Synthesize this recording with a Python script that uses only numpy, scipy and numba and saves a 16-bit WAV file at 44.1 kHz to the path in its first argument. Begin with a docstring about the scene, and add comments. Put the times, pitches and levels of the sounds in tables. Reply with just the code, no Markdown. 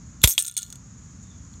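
"""A mousetrap snaps outdoors

A wooden mousetrap snaps on a hand-held plastic block, overloading the microphone and puffing air at it.
The trap jumps, its wires chatter, and it lands on rough pavement and settles. Behind it are distant
traffic, insect hiss and one faint chirp. A gain control turns everything down briefly after the blow."""
import sys
import numpy as np
from scipy import signal
from scipy.fft import rfft, irfft
from scipy.io import wavfile
from scipy.ndimage import minimum_filter1d
from numba import njit

SR = 44100
rng = np.random.default_rng(int(sys.argv[2]) if len(sys.argv) > 2 else 0)


def to_wav(s):
    """Save 16-bit WAV."""
    ch = np.atleast_2d(s).T  # columns
    pcm = np.round(np.clip(ch, -1, 1) * 32767)  # PCM
    wavfile.write(sys.argv[1], SR, pcm.astype(np.int16))


N = 70560
T = np.arange(N) / SR

# The bar's blow, its rebounds, and a short woody knock as the trap first strikes. 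Each row: start in seconds,
# level in dB, treble boost in dB, # hold in seconds, fade time in seconds. A fade time (t60) is how long a
# sound takes to drop 60 dB.
BLOWS_AND_KNOCK = [(0.2388, 8.5, -1, 0.0048, 0.035), (0.2526, -12, -6, .002, 0.015),
                   (0.2561, -10.5, 11.5, 0.0011, .015), (0.2605, -10, 7.5, .002, 0.015),
                   (0.2753, -5.5, -9, 0.00082, 0.0037)]
# Wires hitting the base and pavement. Each row: start in seconds, wire level in dB,
# strongest pitch in Hz, tick level in dB, wood level in dB.
WIRE_HITS = [(0.2171, -41, 7400, -44, -39.5), (0.232, -35, 7350, -41, -36), (0.2744, -2, 8600, -3, -18),
             (0.2786, -23, 8300, -2.5, -42), (0.282, -11, 8140, -8.5, -21), (0.287, -22, 8700, -17, -42),
             (0.2889, -8, 8500, -15, -34), (0.291, -13, 8650, -8, -34), (0.2961, -10, 8400, -9, -37),
             (0.3013, -14, 8500, -10, -42), (0.3066, -10.5, 8700, -9.5, -30),
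             (0.3097, -16, 5740, -25, -25.5), (0.3121, -14.5, 5600, -16, -27), (0.317, -19, 6670, -12, -45),
             (0.3193, -15, 6700, -22, -39), (0.3222, -14, 6400, -27, -47), (0.327, -16, 6200, -16, -43),
             (0.332, -20, 7400, -22, -42), (0.337, -29, 8000, -21, -32), (0.339, -21.5, 7800, -33, -43),
             (0.3493, -27, 6100, -39, -36), (0.3835, -17, 6770, -25, -22), (0.3874, -15, 9000, -15.5, -28),
             (0.3894, -7.5, 8750, -27, -16), (0.3918, -5.5, 8900, -35, -20), (0.3971, -13, 8700, -18, -35),
             (0.4008, -6, 8960, -29, -25.5), (0.4062, -12, 8900, -28, -24), (0.4114, -15, 8550, -33, -32),
             (0.4133, -24, 7800, -26, -34.5), (0.4237, -10, 8800, -18, -33), (0.4378, -25, 6700, -30, -45),
             (0.4476, -25, 6300, -24, -25), (0.452, -16.5, 6730, -30, -29.5),
             (0.4642, -17, 8850, -29, -28.5), (0.47, -19.5, 8740, -26, -35),
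             (0.4786, -15.5, 8650, -36, -35), (0.481, -17.5, 8700, -27, -28.5),
             (0.4832, -17, 8700, -38, -28), (0.497, -24.5, 6550, -44, -29), (0.5128, -26, 8850, -41, -39),
             (0.523, -33, 6860, -47, -40.5), (0.5405, -31.5, 8900, -47, -52),
             (0.5671, -10.5, 8660, -35, -20), (0.5725, -20, 8500, -29, -32), (0.5758, -9.5, 6500, -20, -29),
             (0.5791, -10.5, 8950, -26, -19), (0.5874, -17, 8700, -31, -33), (0.591, -25, 8700, -37, -26.5),
             (0.6106, -34, 7850, -49, -35), (0.6154, -47, 6550, -51, -37), (0.62, -26.5, 8400, -46, -32),
             (0.6249, -34, 8600, -49, -43), (0.6297, -22, 6540, -37, -34), (0.7025, -37, 6740, -53, -49.5),
             (0.726, -33.5, 6270, -48, -41), (0.7562, -42, 6700, -59, -50), (1.5376, -55, 6520, -82, -54.5)]
# The base landing on its edge. Each row: start in seconds, level in dB.
BASE_LANDINGS = [(0.3795, -1)]

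# Broad resonances that shape a crack. Each row: pitch in Hz, width in Hz, relative level in dB.
TRAP_PEAKS = [(480, 480, -14.5), (1020, 300, -16), (2160, 200, -10), (2480, 250, -14), (3340, 254, -4),
              (3776, 350, -3.5), (5110, 250, -11), (6100, 300, -5.5), (7317, 320, -3), (8700, 220, -3.5),
              (9980, 600, -10), (11380, 470, -5.5), (12600, 440, -12), (13860, 570, -18)]  # the whole trap under the blow
EDGE_PEAKS = [(250, 300, -28), (890, 420, -16), (3250, 320, 4.5), (4100, 370, -9), (6580, 210, 1.5),
              (7260, 400, -7), (7800, 640, -4), (11660, 430, -8.5)]  # the base as it lands

# Modes, the tones a struck part rings with.
# Each row: pitch in Hz, relative level in dB, fade time in seconds.
BASE_BLOW_MODES = [(3366, 0, .022), (3650, -6, .02)]  # the base under the blow
BASE_EDGE_MODES = [(190, -29, .035), (1350, -20, .045), (2880, -10, .016), (3170, -2, .016), (3320, 2, .02),
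                   (3680, -5, .018)]  # the base struck on its edge
BASE_TAP_MODES = [(1416, -21, 0.078), (2304, -14.5, 0.017), (2900, -7.5, 0.02), (3507, 1.5, 0.031),
                  (3900, -5, 0.0301), (4260, -4, .025)]  # the base tapped by a wire
WIRE_MODES = [(5215, -8.5, 0.048), (6030, -8, 0.069), (6450, 3, .05), (6930, -6, .075), (7465, -6.5, .055),
              (7850, -6, .07), (8870, -6, .055), (8920, -2, .035), (8940, -4, .03)]  # the steel wires
SPRING_MODES = [(6016, -25, .14), (6904, -20, .2), (7320, -24, .15), (7962, -26, .35), (8580, -16, .17),
                (8701, -12, .18), (11291, -21, .13), (11433, -21, .12), (11565, -17, .13),
                (11779, -20, .13), (11843, -18, .13), (12912, -20, .26), (13458, -26, .3),
                (14845, -28, .28)]  # the spring's fine ring
FRAME_MODES = [(1412, -22, .19), (1750, -26, .13), (3510, -28, .11), (4258, -27, .22)]  # the wire frame's slow, low ring

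# Noise colours, from bass to treble. Each row: frequency in Hz, relative level in dB.
SCRAPE_COLOUR = [(1200, -37.5), (2000, -26), (4600, -14.5), (6200, 5), (9200, 3.5), (10300, -21),
                 (16000, -21)]  # scraping steel
TICK_COLOUR = [(6000, -27.5), (9500, -9.5), (10700, -10), (11700, 4), (12600, -4.5), (14000, -6.5),
               (15400, -6.5), (16500, -13)]  # a sharp tick
KNOCK_COLOUR = [(150, -18.5), (500, -21), (1100, -21.5), (2000, -12.5), (2600, -8), (3300, -2), (4300, 2),
                (6000, -13.5)]  # a knock on wood
TRAFFIC_COLOUR = [(15, -47.5), (25, -24.5), (41, -13.5), (64, -0.5), (153, -3), (249, -10.5), (354, -26.5),
                  (624, -32.5), (754, -33.5), (1230, -28.5), (1650, -32), (3080, -41), (3520, -40),
                  (5000, -37.5), (6740, -22.5), (8590, -48.5), (16000, -72.5)]  # distant traffic and outdoor air

SCRAPE_T60_S, CONTACT_HOLD_S = .0072, .00073
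LONG_RING = 22000  # samples, about half a second


def snap():
    """The bar whips round, slams on the block so that the whole trap rings, and rebounds; then a short woody
    knock sounds as the trap first strikes."""
    blow_s, rise_s = BLOWS_AND_KNOCK[0][0], .0021
    swish = noise(lambda f: slopes(TICK_COLOUR)(f) + humps(TRAP_PEAKS)(f) / 2, N)
    out = undb(-7.5) * swish * np.exp(-np.abs(T - blow_s) / rise_s) * (T < blow_s)
    add(out, blow_s, struck(ring(BASE_BLOW_MODES), db=6))
    add(out, blow_s, spring_and_frame(spring_db=-6, frame_db=-2))
    for start, db, treble_db, hold, t60 in BLOWS_AND_KNOCK:
        treble = lambda f: undb(treble_db * np.clip(np.log2(f / 3500) / 2, 0, 1))
        crack = burst(lambda f: humps(TRAP_PEAKS)(f) * treble(f), t60, hold)
        add(out, start, struck(crack, db))
    return out


def spring_and_frame(spring_db, frame_db):
    """The spring and the wire frame ring on after a hit."""
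    spring = undb(spring_db) * ring(SPRING_MODES, size=LONG_RING)
    return spring + undb(frame_db) * ring(FRAME_MODES, size=LONG_RING)


def air_puff():
    """The jumping trap pushes air at the microphone: a thump that sinks in pitch."""
    start_s, rise_s, decay_s = .2413, .0034, .011
    start_hz, end_hz, sink_s = 164, 42, .007
    t = np.maximum(T - start_s, 0)
    hz = end_hz + (start_hz - end_hz) * np.exp(-t / sink_s)
    envelope = np.minimum(t / rise_s, 1) * np.exp(-t / decay_s)
    return -undb(11.5) * np.sin(2 * np.pi * np.cumsum(hz) / SR) * envelope


def landing():
    """The base knocks on the pavement: a woody ring under a gritty crack."""
    out = np.zeros(N)
    for start, db in BASE_LANDINGS:
        crack = burst(humps(EDGE_PEAKS), t60=.018, hold=.0012)
        add(out, start, struck(ring(BASE_EDGE_MODES), db) + struck(crack, db + 1))
    return out


def wire_chatter():
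    """Each hit rings the wires, knocks the wood, ticks and keeps the spring's coils shimmering."""
    focus_db, focus_width_hz = 13.5, 430
    coil_db, coil_t60_s = -29, .135
    out = np.zeros(N)
    for start, wire_db, ring_hz, tick_db, wood_db in WIRE_HITS:
        focus = lambda f: undb(focus_db * np.exp(-((f - ring_hz) / focus_width_hz) ** 2))
        steel = lambda f: slopes(SCRAPE_COLOUR)(f) * focus(f)
        wire = burst(steel, SCRAPE_T60_S, CONTACT_HOLD_S)
        # Where a wire is touched shifts its pitch a little.
        wire += struck(ring(WIRE_MODES, focus, detune=.004), -9) / 2
        wood = burst(slopes(KNOCK_COLOUR), t60=.008, hold=CONTACT_HOLD_S)
        wood += struck(ring(BASE_TAP_MODES), 3.5) / 2
        tick = burst(slopes(TICK_COLOUR), t60=.014, hold=CONTACT_HOLD_S)
        add(out, start, struck(wire, wire_db) + struck(wood, wood_db) + struck(tick, tick_db))
        shimmer = undb(wire_db) * burst(steel, coil_t60_s)
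        shimmer += undb(tick_db) * burst(slopes(TICK_COLOUR), coil_t60_s)
        add(out, start, undb(coil_db) * shimmer)
        rebound_s = start + .0035 * (.5 + rng.random())  # the wire touches again, more softly
        add(out, rebound_s, struck(burst(steel, SCRAPE_T60_S), wire_db - 12.5))
        add(out, start, spring_and_frame(spring_db=(wire_db + tick_db) / 2 - 8, frame_db=wood_db))
    return out


def grit_slide():
    """A wire drags over grit as the trap settles; tiny catches ring the wire and the wood."""
    peak_s, spread_s, catches_per_s = .605, .05, 400
    catches = (rng.random(N) < catches_per_s / SR) * rng.standard_normal(N)
    one_catch = unit(burst(slopes(SCRAPE_COLOUR), SCRAPE_T60_S)) + unit(ring(BASE_TAP_MODES)) / 2
    scrape = unit(signal.fftconvolve(catches, one_catch)[:N])
    return undb(-34.5) * scrape * np.exp(-((T - peak_s) / spread_s) ** 2)


def echo(x):
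    """The ground and distant walls scatter a little of the sound back."""
    colour = slopes([(100, -13.5), (1000, -2), (4000, -1.5), (15000, -11)])
    tail = burst(colour, t60=.35, size=LONG_RING)
    return undb(-28) * signal.fftconvolve(x, tail / np.linalg.norm(tail))[:N]


def traffic_and_insects():
    """Distant traffic rumbles under a high, fluttering band of insect hiss."""
    insect_hz, flutter_db = 6840, 2.5
    flutter = noise(lambda f: 1 / (1 + (f / 25) ** 4), N)
    insects = noise(lambda f: humps([(insect_hz, 640, 0)])(f) ** 2, N)
    traffic = noise(slopes(TRAFFIC_COLOUR), N)
    return undb(-44) * traffic + undb(-58 + flutter_db * flutter) * insects


def bird():
    """One distant falling whistle, blurred as if by echoes."""
    peak_s, spread_s, pitch_hz, fall_hz_per_s = 1.315, .053, 3560, 2000
    t = T - peak_s
    blur = noise(lambda f: 1 / (1 + (f / 90) ** 2), N)
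    whistle = np.sin(2 * np.pi * (pitch_hz - fall_hz_per_s * t / 2) * t)
    return undb(-58.5) * blur * whistle * np.exp(-np.abs(t) / spread_s)


def undb(db):
    """Turn decibels into a gain."""
    return 10 ** (np.asarray(db) / 20)


def unit(x):
    """Scale to an average (rms) level of 1."""
    return x / np.sqrt(np.mean(x ** 2))


def noise(colour, size):
    """Noise of level 1, shaped by colour, a function from Hz to gain."""
    hz = np.fft.rfftfreq(size, 1 / SR) + 1
    return unit(irfft(rfft(rng.standard_normal(size)) * colour(hz), size))


def slopes(points):
    """A colour that joins (Hz, dB) points."""
    hz, db = np.array(points).T
    return lambda f: undb(np.interp(np.log(f), np.log(hz), db))


def humps(peaks):
    """A colour made of broad resonances."""
    return lambda f: np.sqrt(sum(undb(db) ** 2 / (1 + ((f * f - hz * hz) / (f * width)) ** 2)
                                 for hz, width, db in peaks))


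def fade(t, t60, hold=0, attack_s=.00024):
    """The loudness of a hit: rise quickly, hold, then die away."""
    return np.minimum(t / attack_s, 1) * np.exp(-np.log(1000) * np.maximum(t - hold, 0) / t60)


def burst(colour, t60, hold=0, size=8192):
    """A burst of coloured noise that dies away."""
    return noise(colour, size) * fade(T[:size], t60, hold)


def ring(modes, weight=np.ones_like, size=8192, detune=0, scatter_db=2):
    """Fading tones, set ringing a little differently by every hit."""
    hz, db, t60 = np.array(modes).T[:, :, None]
    hz = hz * (1 + detune * rng.standard_normal(hz.shape))
    gain = undb(db + scatter_db * rng.standard_normal(hz.shape)) * weight(hz)
    tones = np.sin(2 * np.pi * (hz * T[:size] + rng.random(hz.shape)))
    return np.sum(gain * tones * fade(T[:size], t60), axis=0)


def struck(x, db, size=150):
    """Scale a hit so that its first few milliseconds have the given level."""
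    return x * undb(db) / np.sqrt(np.mean(x[:size] ** 2))


def add(out, start_s, x):
    """Mix x into out at the given time."""
    i = int(start_s * SR)
    out[i:i + len(x)] += x[:max(N - i, 0)]


@njit
def follow(x, rise, fall):
    """Follow x smoothly, with separate rates for going up and down."""
    y, level = np.empty(len(x)), 0.
    for i in range(len(x)):
        level += (x[i] - level) * (rise if x[i] > level else fall)
        y[i] = level
    return y


def scene():
    """The trap, its faint echo and the outdoor background, in one channel."""
    trap = snap() + landing() + wire_chatter() + grit_slide()
    return (trap + echo(trap) + air_puff() + traffic_and_insects() + bird())[None]


def record(dry):
    """Loud peaks turn the gain down for a moment; overload is rounded off and the highest treble cut."""
    threshold_db, max_cut_db, ceiling, top_hz = 3, 13, .68, 15750
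    attack_s, hold_s, release_s = .0025, .23, .045
    over_db = np.clip(20 * np.log10(np.abs(dry[0]) + 1e-9) - threshold_db, 0, max_cut_db)
    span = int(hold_s * SR)
    held_db = -minimum_filter1d(-over_db, span, origin=(span - 1) // 2, mode="constant")
    cut_db = follow(held_db, 1 / (attack_s * SR), 1 / (release_s * SR))
    rounded = ceiling * np.tanh(dry * undb(-cut_db) / ceiling)
    return signal.sosfilt(signal.ellip(8, .2, 70, top_hz, fs=SR, output="sos"), rounded)


dry = scene()
out = record(dry)
to_wav(out)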